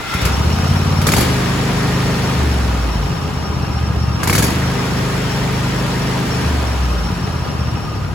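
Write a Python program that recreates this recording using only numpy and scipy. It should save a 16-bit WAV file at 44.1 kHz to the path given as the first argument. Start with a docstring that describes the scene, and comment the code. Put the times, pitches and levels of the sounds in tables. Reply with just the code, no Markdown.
"""A starter whirrs, a small V-twin petrol engine catches, and it runs up to a fast idle with uneven chugging.
The throttle opens and the intake snorts; held speed is a drone, and the fall back to idle is a hum, then chugs.
A second rev-up does the same; at last the ignition goes off and the engine coasts down.
The exhaust is made of muffler rings and of tones at multiples of the engine cycle.
Fan, valves and tinwork are shaped noise, with knocks, taps and whistles, that follow the crank speed."""
import sys
import numpy as np
from scipy import signal
from scipy.fft import rfft, irfft, next_fast_len
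from scipy.io import wavfile
from scipy.ndimage import uniform_filter1d

SR = 44100
rng = np.random.default_rng(int(sys.argv[2]) if len(sys.argv) > 2 else 0)


def unload_audio(sound):
    """Save the sound as a 16-bit wav file, at the path given as the first command line argument."""
    columns = np.transpose(np.atleast_2d(sound))
    # keep every value between -1 and 1, then stretch to whole-number steps
    steps = np.round(np.clip(columns, -1, 1) * 32767)
    wavfile.write(sys.argv[1], SR, steps.astype(np.int16))


N = 358974
T = np.arange(N) / SR  # time [s]

# each rev-up: (throttle opens [s], governed speed reached [s], throttle shuts [s],
# governed speed [rpm], sag [rpm per s])
REV_UPS = [(1.038, 1.256, 2.342, 3102.1, 18.1), (4.191, 4.543, 6.453, 3108.5, 18.9)]
# tinwork that colours the noise: (frequency [Hz], width [Hz], boost [dB])
TINWORK = [(423, 25, 4.5), (923, 11.5, 5), (1227, 19, 4.5), (1790, 48, 0), (4520, 310, 2.5)]
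IGNITION_OFF_S = 7.771
SECOND_PLACE = 270 / 720  # the second cylinder fires 270 of the 720 crank degrees into the cycle
CYLINDER_PLACES = (0, SECOND_PLACE)


def gain_of(db):
    """Turns decibels into a factor."""
    return 10 ** (np.asarray(db) / 20)


def evened(x):
    """Scales a signal to an rms of 1."""
    return x / np.sqrt(np.mean(x ** 2) + 1e-20)


def ramp(start, length):
    """Rises from 0 to 1 over a length of time, both in seconds."""
    return np.clip((T - start) / length, 0, 1)


def read(points, hz):
    """Reads a spectrum between its points on a log-frequency axis."""
    f, value = np.transpose(points)
    return np.interp(np.log(hz + 1), np.log(f + 1), value)


def drift(hz):
    """Slow random wandering of rms 1, no faster than about hz."""
    lowpass = signal.butter(2, hz, fs=SR / 100, output="sos")
    slow = signal.sosfiltfilt(lowpass, rng.standard_normal(N // 100 + 1))
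    return evened(slow).repeat(100)[:N]


def coloured(points, bumps=()):
    """Two unrelated noises with one spectrum: a smooth curve with resonance bumps on it."""
    size = next_fast_len(N)
    hz = np.fft.rfftfreq(size, 1 / SR)
    db = read(points, hz) + sum(d / (1 + (2 * (hz - f) / w) ** 2) for f, w, d in bumps)
    white = rfft(rng.standard_normal((2, size)))
    return evened(irfft(white * gain_of(db), size)[:, :N])


def sounding(rows, fade):
    """Gain that slides from a start to an end level in each row and fades at both ends."""
    total = 0
    for start, end, start_db, end_db in rows:
        slide = gain_of(start_db + (end_db - start_db) * ramp(start, end - start))
        total = total + slide * ramp(start, fade) * (1 - ramp(end - fade, fade))
    return total


def gate(turns, depth, place, sharp):
    """Level swing within a cycle: one puff a cylinder that jumps up and dies away."""
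    puffs = sum(np.exp(-((turns - place - p) % 1) / sharp) for p in CYLINDER_PLACES)
    return evened(1 + depth * puffs)


def orders(turns, table, lag, waver_db, bend=0, drag=0, twist=0, second=0.93):
    """Tones at multiples of the cycle, phased as a pair of blows the pipe smears; each wavers in level."""
    total = 0
    for k, db in table:
        pair = np.angle(1 + second * np.exp(-2j * np.pi * k * SECOND_PLACE))
        smear = bend * (k - 4.5) ** 2 + twist * (k - 4.5) ** 3 + drag * max(5 - k, 0)  # in turns
        level = gain_of(db + waver_db * drift(4.7))
        wave = np.cos(2 * np.pi * (k * turns + lag) + pair - 2 * np.pi * smear)
        total = total + np.sqrt(2) * level * wave
    return total


def crank_rpm():
    """Catch, then each rev-up climbs, is held by the governor and falls back to idle; at last it coasts."""
    # the engine catches and runs up to a fast idle: (time [s], crank speed [rpm])
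    run_up = [(0, 976.9), (.15, 1129.3), (.3, 1584.2), (.6, 2044.2), (.75, 2153.2), (.9, 2178.3),
              (1.04, 2128.7)]
    # climb to governed speed: (share of the climb's time [0-1], share of its rpm [0-1])
    climb_curve = [(0, 0), (.3, .234), (.75, .793), (1, 1)]
    # fall to idle: (time after the throttle shuts [s], share of rpm above idle [0-1])
    fall_curve = [(0, 1), (.12, .85), (.6, .316), (.75, .22), (1.05, .068), (1.3, 0)]
    idle_rpm, coast_rpm_per_s = 1779.7, 1101
    rpm = np.interp(T, *np.transpose(run_up))
    for opens, reached, shuts, top, sag in REV_UPS:
        held = top - sag * np.clip(T - reached, 0, shuts - reached)
        climb = np.interp(ramp(opens, reached - opens), *np.transpose(climb_curve))
        fall = np.interp(T - shuts, *np.transpose(fall_curve))
        rising = rpm + (held - rpm) * climb
        falling = idle_rpm + (held - idle_rpm) * fall
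        rpm = np.where(T < shuts, rising, falling)
    return rpm - coast_rpm_per_s * np.maximum(T - IGNITION_OFF_S, 0)


def spread(pair_in):
    """Two microphones: they share part of each sound, with a lead and a lean that depend on frequency."""
    # likeness of the two sides: (frequency [Hz], share in common [0-1])
    likeness = [(60, 0.89), (130, 0.91), (300, 0.62), (700, 0.39), (1700, 0.47), (2800, 0.4), (4500, 0.075),
                (6000, 0.012), (7000, 0.74), (9300, 0.92), (11000, 0.43), (12200, 1), (13300, .97),
                (14200, 0.75), (15200, 1)]
    # how far left is ahead: (frequency [Hz], phase [radians])
    left_lead = [(0, 0), (1400, 0), (2600, 1), (4200, 0.5), (5300, -2.5), (6700, -0.56), (8500, -2),
                 (9500, -3), (10400, -6.5), (11900, -6), (12600, -9), (14100, -8.5), (14600, -11)]
    # how much louder left is: (frequency [Hz], left over right [dB])
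    left_lean = [(40, -7), (60, -9), (130, 8.5), (290, -1.5), (640, 1.5), (1410, 0), (3100, 3), (6820, 2.5),
                 (15000, -1)]
    patchy_db = 1.1  # parts of the spectrum swell and sink for a moment
    hz, _, z = signal.stft(pair_in, SR, nperseg=1024)
    patches = rng.standard_normal(z.shape[1:])
    patches = uniform_filter1d(uniform_filter1d(patches, size=7, axis=0), size=2, axis=1)
    z = z * gain_of(patchy_db * evened(patches))
    # each side takes half of the lean and half of the lead
    turn = gain_of(read(left_lean, hz) / 2) * np.exp(.5j * np.interp(hz, *np.transpose(left_lead)))
    turn = turn[:, None]
    same = np.clip(read(likeness, hz), 0, 1)[:, None]
    left = z[0] * turn
    right = (same * z[0] + np.sqrt(1 - same ** 2) * z[1]) / turn
    return signal.istft(np.array([left, right]), SR, nperseg=1024)[1][:, :N]


def starter():
    """Starter gears whirr: noise with metallic resonances that swells a little, then fades out."""
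    # gear noise: (frequency [Hz], level [dB per Hz])
    gear_noise = [(150, -30), (500, -20), (1400, -1.5), (3500, -9.5), (8000, -20), (16000, -28)]
    # resonances: (frequency [Hz], width [Hz], boost [dB])
    gear_rings = [(990, 40, 5), (1370, 70, 12), (2080, 180, 9), (2440, 40, 7), (2610, 50, 9),
                  (3400, 120, 11), (3630, 50, 9), (4460, 60, 7)]
    swell = gain_of(-30.0 + 6.4 * ramp(0.045, 0.069))
    fade_out = np.clip((.42 - T) / 0.25, 0, 1)
    return coloured(gear_noise, gear_rings) * swell * fade_out


def tones(turns, pace):
    """Fan blades sing on high multiples of the cycle; fuzzy whistles keep their pitch and flutter."""
    # fan tones: (multiple of the cycle, level at full speed [dB])
    fan_tones = [(36, -46), (42, -50), (64, -52.5), (72, -45)]
    # whistles: (frequency [Hz], width [Hz], level at idle [dB], level at speed [dB],
    # extra level, doubled in the first second [dB], clean share [0-1], pitch wander [Hz], coming and going [dB])
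    steady_whistles = [(1233, 20, -46, -54, 0, .5, 8, 2), (2732, 30, -40.5, -58, -8, .6, 20, 2),
                       (4630, 90, -51, -55, 0, .3, 30, 0), (5472, 50, -46.5, -45.5, 4.5, .55, 10, .5)]
    flutter_db, flutter_hz = 2, 22
    out = orders(turns, fan_tones, .3, 1.8) * pace ** 3 * np.ones((2, 1))
    fades = np.clip(T / 0.16, 0, 1) * np.clip((9 - T) / 1.35, 0, 1)
    for hz, width, slow_db, fast_db, extra_db, clean, wander_hz, fitful_db in steady_whistles:
        a, b = rng.standard_normal((2, 2, N))
        r = np.exp(-np.pi * width / SR)
        fuzz = signal.lfilter([1], [1, -2 * r, r * r], a + 1j * b)
        # a clean core in narrow noise, moved up to the whistle's pitch
        core = clean * np.array([[1], [1j]]) + (1 - clean) * fuzz / np.std(fuzz)
        phase = 2j * np.pi * np.cumsum(hz + wander_hz * drift(11.88)) / SR
        whistle = evened((core * np.exp(phase)).real)
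        level_db = slow_db + (fast_db - slow_db) * pace + extra_db * (2 - ramp(1, .3))
        level_db = level_db + flutter_db * drift(flutter_hz) + fitful_db * np.minimum(drift(7.3), 1)
        out = out + gain_of(level_db) * whistle * fades
    return out


def roar_db(pace, idle_db, full_db, after_start_db, open_db):
    """Roar level rises with speed and open throttle; it is raised after the start and eases off slowly."""
    bend, ease_db_per_s, settle_s = 0.76, 0.1527, 0.75
    first_fire_s, cranking_db = 0.19, -9.5  # quieter until the cylinders fire
    wide = sum(ramp(opens, 0.0089) * (1 - ramp(reached - .05, 0.028)) for opens, reached, *_ in REV_UPS)
    start = after_start_db * np.exp(-T / settle_s) + cranking_db * (1 - ramp(first_fire_s - .1, 0.18))
    coast = -6.5 * np.maximum(T - IGNITION_OFF_S, 0)  # dB per s with the ignition off
    speed = idle_db + (full_db - idle_db) * pace ** bend
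    return speed - ease_db_per_s * T + start + open_db * wide + coast


def low_roar_db(pace):
    """Level of the low roar, which the valve knocks follow too."""
    return roar_db(pace, idle_db=-26.5, full_db=-24, after_start_db=6, open_db=3)


def roar(turns, pace):
    """Fan, valve gear and tin: noise that brightens with speed and throbs with the cycle."""
    # roar at speed: (frequency [Hz], level [dB per Hz])
    fast_noise = [(100, -15.5), (200, -14.5), (330, -16.5), (620, -19), (1000, -21), (2000, -26),
                  (4000, -33), (7200, -39), (9300, -43.5), (11000, -42.5), (13400, -50.5), (16000, -48.5)]
    # roar at idle: (frequency [Hz], level [dB per Hz])
    slow_noise = [(100, -15), (200, -15.5), (300, -16), (540, -21.5), (1230, -22.5), (1860, -30.5),
                  (3500, -35), (5450, -37.5), (9300, -45.5), (11000, -44), (13400, -52), (16000, -50)]
    # tinwork that shows at idle, under the quieter roar: (frequency [Hz], width [Hz], boost [dB])
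    idle_tinwork = [(794, 17, 7), (1690, 16, 0), (2540, 120, 5.5), (2870, 71, 6.5), (3080, 57, 5.5),
                    (3680, 80, 3.5), (4160, 31, 6.5), (6600, 190, 2)]
    # unsteady gas flow: (frequency [Hz], level [dB per Hz])
    gas_flow = [(35, -30), (55, -3), (130, 0), (230, -5), (330, -25), (500, -60)]
    rumble_db, rumble_ease_db = -29, -6  # the flow steadies at governed speed
    fast = pace * coloured(fast_noise, TINWORK)
    slow = (1 - pace) * gain_of(2.0) * coloured(slow_noise, TINWORK + idle_tinwork)
    noise = fast + slow
    low = signal.sosfiltfilt(signal.butter(1, 1700, fs=SR, output="sos"), noise)
    high = noise - low
    # level each band out over a third of a second, then give it its throb and loudness
    low = low / np.sqrt(uniform_filter1d(low[0] ** 2, SR // 3))
    high = high / np.sqrt(uniform_filter1d(high[0] ** 2, SR // 3))
    low = low * gate(turns, 0.05, 0.044, 0.022) * gain_of(low_roar_db(pace))
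    high_db = roar_db(pace, idle_db=-36.5, full_db=-28, after_start_db=12.5, open_db=1.5)
    high = high * gate(turns, 0.46, 0.94, 0.065) * gain_of(high_db)
    rumble = coloured(gas_flow) * gain_of(rumble_db + rumble_ease_db * np.sqrt(pace))
    return low + high + rumble * np.clip(T / 0.28, .1, 1)


def rattle(turns, pace):
    """A burst of small taps after each firing; every tap rings one patch of loose tin."""
    # patches of tin: (frequency [Hz], relative level [dB], time to fall by 60 dB [s])
    tin_patches = [(807, -2, .07), (980, 0, .08), (1233, 0, .09), (1394, -4, .06), (1647, -6, .07),
                   (1850, -8, .05), (2110, -9, .05), (2570, -11, .05), (3133, -12, .05), (4078, -14, .06)]
    idle_db, full_db = -34, -35
    taps_per_s, spread_db = 2200, 1.5
    dying_share = .25  # share of the cycle over which the shaking dies
    shaken = sum(np.exp(-((turns - p) % 1) / dying_share) for p in CYLINDER_PLACES)
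    chance, size, patch = rng.random((3, 2, N))
    taps = (chance < shaken * taps_per_s / SR) * gain_of(-spread_db * np.log(size + 0.1))
    patch = (patch * len(tin_patches)).astype(int)
    t = np.arange(SR // 10) / SR
    out = 0
    for k, (hz, db, t60) in enumerate(tin_patches):
        ring = gain_of(db - 60 * t / t60) * np.sin(2 * np.pi * hz * t)
        out = out + signal.oaconvolve(taps * (patch == k), ring[None], axes=1)[:, :N]
    level = gain_of(idle_db + (full_db - idle_db) * pace)
    return evened(out) * level * ramp(.1, 0.29) * (1 - ramp(IGNITION_OFF_S, 1.0))


def knocks(turns, pace):
    """Valve gear knocks four times a cycle, a little early or late, with tin-coloured noise bursts."""
    # knock noise: (frequency [Hz], level [dB per Hz])
    knock_noise = [(300, -32), (600, -1.5), (1100, -5), (2000, -7), (3500, -10.5), (7000, -34)]
    per_cycle, decay_s, spread_db = 4, 0.0046, -0.5
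    slop = .3  # timing error, in shares of the spacing
    below_roar_db = -11.5  # against the low roar
    beat = per_cycle * turns + slop * drift(20)
    sizes = gain_of(spread_db * np.minimum(rng.exponential(1, N), 2))
    blows = np.append(np.diff(np.floor(beat)) > 0, 0) * sizes
    shape = evened(signal.lfilter([1], [1, -np.exp(-1 / (decay_s * SR))], blows))
    return coloured(knock_noise, TINWORK) * shape * gain_of(below_roar_db + low_roar_db(pace))


def snorts():
    """Short bursts of noise: a few knocks while the starter turns, then air rushing through the open throttle
    in gusts; they bark and rattle the tin, which rings on."""
    # gusts: (time [s], level [dB], bark level [dB], ring frequency [Hz], ring level [dB])
    gusts = [(0.0822, -35, -40, 1400, -25), (0.1377, -22, -19, 1340, -19), (0.214, -22.5, -24, 1450, -22),
             (0.251, -15.5, -15, 1180, -29), (1.0143, -20, -23, 1200, -26), (1.067, -9.5, -18, 1180, -13),
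             (1.088, -21, -11, 2300, -17), (1.118, -13, -33, 800, -15), (1.136, -16.5, -10, 1490, -14),
             (1.164, -13.5, -26, 940, -14), (1.181, -18, -26, 810, -9), (1.206, -14.5, -32, 1090, -19),
             (1.2244, -26, -36, 920, -28), (4.2317, -16, -16, 1120, -15), (4.2726, -13.5, -26, 945, -11),
             (4.2968, -15.5, -11, 2200, -25), (4.328, -13, -18, 2200, -10), (4.3505, -13.5, -12, 2300, -19),
             (4.3794, -11, -16, 1370, -19), (4.397, -29, -16, 1340, -17), (4.4234, -13, -29, 1640, -22),
             (4.44, -19, -22, 1110, -19), (4.466, -26, -28, 961, -24), (4.504, -27, -27, 966, -24)]
    # rushing air: (frequency [Hz], level [dB per Hz])
    air_noise = [(250, -2.5), (400, -0.5), (800, -18.5), (1500, -16), (2700, -16.5), (5000, -14.5),
                 (7400, -16), (9300, -16.5), (11000, -14.5), (13000, -20), (16000, -23)]
    # tin rattled by the air: (frequency [Hz], width [Hz], boost [dB])
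    clatter_tin = [(1680, 250, 8), (2240, 250, 9), (4620, 250, 4), (5470, 110, 3), (6760, 150, 5)]
    # tin that rings on afterwards: (frequency [Hz], width [Hz], boost [dB])
    linger_tin = [(2240, 200, 6), (4570, 200, 13), (6760, 170, 6)]
    # bark: (frequency [Hz], level [dB per Hz])
    bark_noise = [(500, -13), (1000, 1.5), (1700, -0.5), (2400, -0.5), (3200, -8), (5000, -48)]
    rise_s, hold_s, t60_s = 0.0014, 0.0017, 0.11
    linger_db, linger_t60_s = -17, 0.47
    ring_rise_s, ring_t60_s = 0.0011, 0.042
    bark_s = 0.0012  # time to the bark's peak
    shape, tail, barks = np.zeros((3, N))
    ringing = np.zeros((2, N))
    for s, db, bark_db, hz, ring_db in gusts:
        at = slice(round(s * SR), round((s + 1) * SR))
        after = np.maximum(T[at] - s, 0)
        rise = gain_of(db) * (1 - np.exp(-after / rise_s))
        shape[at] += rise * gain_of(-60 * np.maximum(after - hold_s, 0) / t60_s)
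        tail[at] += rise * gain_of(linger_db - 60 * after / linger_t60_s)
        barks[at] += gain_of(bark_db) * after / bark_s * np.exp(1 - after / bark_s)
        swing = np.sin(2 * np.pi * (hz * after + rng.random((2, 1))))
        ring_level = gain_of(ring_db - 60 * after / ring_t60_s) * (1 - np.exp(-after / ring_rise_s))
        ringing[:, at] += ring_level * swing
    rush = coloured(air_noise, clatter_tin) * shape
    linger = coloured(air_noise, linger_tin) * tail
    return rush + linger + coloured(bark_noise) * barks + ringing


def firings(turns, cycles_hz, second_db=3.5):
    """Two cylinders fire 270 degrees apart, each blow of its own size, and ring the muffler."""
    # muffler resonances: (frequency [Hz], width [Hz], relative level [dB])
    muffler_rings = [(77.5, 44, 3.5), (128, 11, -11), (174, 7.9, -11.5), (236, 21, -34), (432, 120, -43)]
    # when single blows stand out: (start [s], end [s], level at start [dB], level at end [dB])
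    stumble_times = [(.115, .23, -21.5, -16), (.2, .3, -30, -38), (2.8, 3.4, -22.5, -33),
                     (4.18, 4.32, -23, -28), (6.75, 7.25, -21.5, -25.5), (7.25, 7.8, -42, -51)]
    blows = np.zeros(N)
    size = gain_of(2.2 * rng.standard_normal((200, 2)))
    for k, (place, db) in enumerate([(0, 0), (SECOND_PLACE, second_db)]):
        at = np.flatnonzero(np.diff(np.floor(turns - place)) > 0)
        blows[at] = gain_of(db) * size[:len(at), k]
    t = np.arange(SR // 5) / SR
    ring = -sum(gain_of(db) * np.exp(-np.pi * w * t) * np.sin(2 * np.pi * hz * t)
                for hz, w, db in muffler_rings)
    # the outlet is too small for deep bass
    ring = signal.sosfilt(signal.butter(2, 65, "high", fs=SR, output="sos"), ring)
    ring = ring / np.linalg.norm(ring)
    strength = sounding(stumble_times, fade=0.088) * np.sqrt(SR / cycles_hz)
    return signal.oaconvolve(blows * strength, ring)[:N]


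def exhaust_voices(turns):
    """The exhaust's steady tones: chug at low speed, drone when governed, hum in between, coasting puffs."""
    # tones of each voice: (multiple of the cycle, relative level [dB])
    drone_orders = [(2, -6.5), (3, -7), (4, -6.5), (5, 1.5), (6, -4.5), (7, -2), (8, -10.5), (9, -8),
                    (10, -10.5), (11, -10), (12, -17), (13, -19), (14, -22), (15, -14.5), (16, -10.5),
                    (17, -25), (18, -19), (19, -18), (20, -23)]
    hum_orders = [(2, -19), (3, 0), (4, -19), (5, -8.5), (6, -23), (7, -15), (8, -13.5), (9, -27),
                  (10, -16), (11, -17), (12, -28), (13, -21), (14, -26), (15, -23)]
    chug_orders = [(3, -15), (4, -11.5), (5, 0), (6, -13), (7, -7.5), (8, -2.5), (9, -10), (10, -12),
                   (11, -9), (12, -17), (13, -12), (14, -21), (16, -19)]
    catch_orders = [(4, -13), (5, 0), (6, -8), (7, -8), (8, -6), (9, -13), (10, -8), (11, -9), (13, -9),
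                    (15, -16)]  # choked first firings
    coast_orders = [(3, -16), (5, -5), (6, -16), (7, -7), (8, 0), (10, -13), (11, -8), (13, -12)]  # pumping without fire
    # when each voice sounds: (start [s], end [s], level at start [dB], level at end [dB])
    drone_times = [(1.24, 2.41, -17, -17.5), (4.53, 6.5, -19, -19)]
    hum_times = [(1.15, 1.4, -14.5, -31), (2.36, 2.97, -14.5, -20.5), (2.96, 3.1, -14, -27),
                 (4.34, 4.72, -17, -28.5), (6.43, 7.11, -17.5, -21.5)]
    chug_times = [(0.636, 1.05, -13.5, -15.5), (0.99, 1.29, -10, -27.5), (2.996, 3.45, -17, -19.5),
                  (3.424, 4.196, -20, -16.5), (4.203, 4.6, -12, -28), (7.134, 7.83, -21, -19.5)]
    catch_times = [(0.194, .68, -17, -14)]
    coast_times = [(7.78, 8.3, -25.5, -23)]
    drone = evened(orders(turns - .362, drone_orders, .343, .7, -.08, twist=-.006, second=.7))
    # in the hum each multiple below the fifth trails by a further .23 turn
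    hum = orders(turns - .14, hum_orders, .19, .8, drag=.23, second=3)
    chug = evened(orders(turns - .143, chug_orders, .21, 1, second=1.25))
    catch = evened(orders(turns - .155, catch_orders, .27, 1, second=1.1))
    coast = evened(orders(turns + .055, coast_orders, .5, 1.3, .09, second=.5))
    uneven = chug * sounding(chug_times, .05) + catch * sounding(catch_times, .05)
    uneven = uneven * gain_of(1.2 * drift(12))  # their strength wavers
    smooth = drone * sounding(drone_times, .05) + hum * sounding(hum_times, .04)
    return uneven + smooth + coast * sounding(coast_times, .05)


def scene():
    """The whole engine at two microphones."""
    idle_hz, full_hz = 15, 25.7  # cycles per second
    cycles_hz = crank_rpm() / 120  # one cycle is two turns of the crank
    turns = np.cumsum(cycles_hz) / SR  # cycles so far
    pace = np.clip((cycles_hz - idle_hz) / (full_hz - idle_hz), 0, 1)
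    early = .15 * np.clip((.24 - T) / .08, 0, 1)  # the first blow lands ahead of the later beat
    machinery = starter() + tones(turns, pace) + roar(turns, pace)
    machinery = machinery + rattle(turns - .09, pace) + knocks(turns, pace)
    exhaust = firings(turns - .09 + early, cycles_hz) + exhaust_voices(turns)
    return spread(machinery + snorts()) + exhaust * gain_of([[.2], [-.2]])


def record(dry):
    """The microphone drops the lowest bass and rounds off loud peaks; then the top of the band is cut."""
    thin = signal.sosfiltfilt(signal.butter(3, 37, "high", fs=SR, output="sos"), dry)
    rounded = np.tanh(thin * .8) / .8
    band_limit = signal.firwin(511, 16000, window=("kaiser", 9), fs=SR)
    return signal.oaconvolve(rounded, band_limit[None], "same")


dry = scene()
out = record(dry)
unload_audio(out)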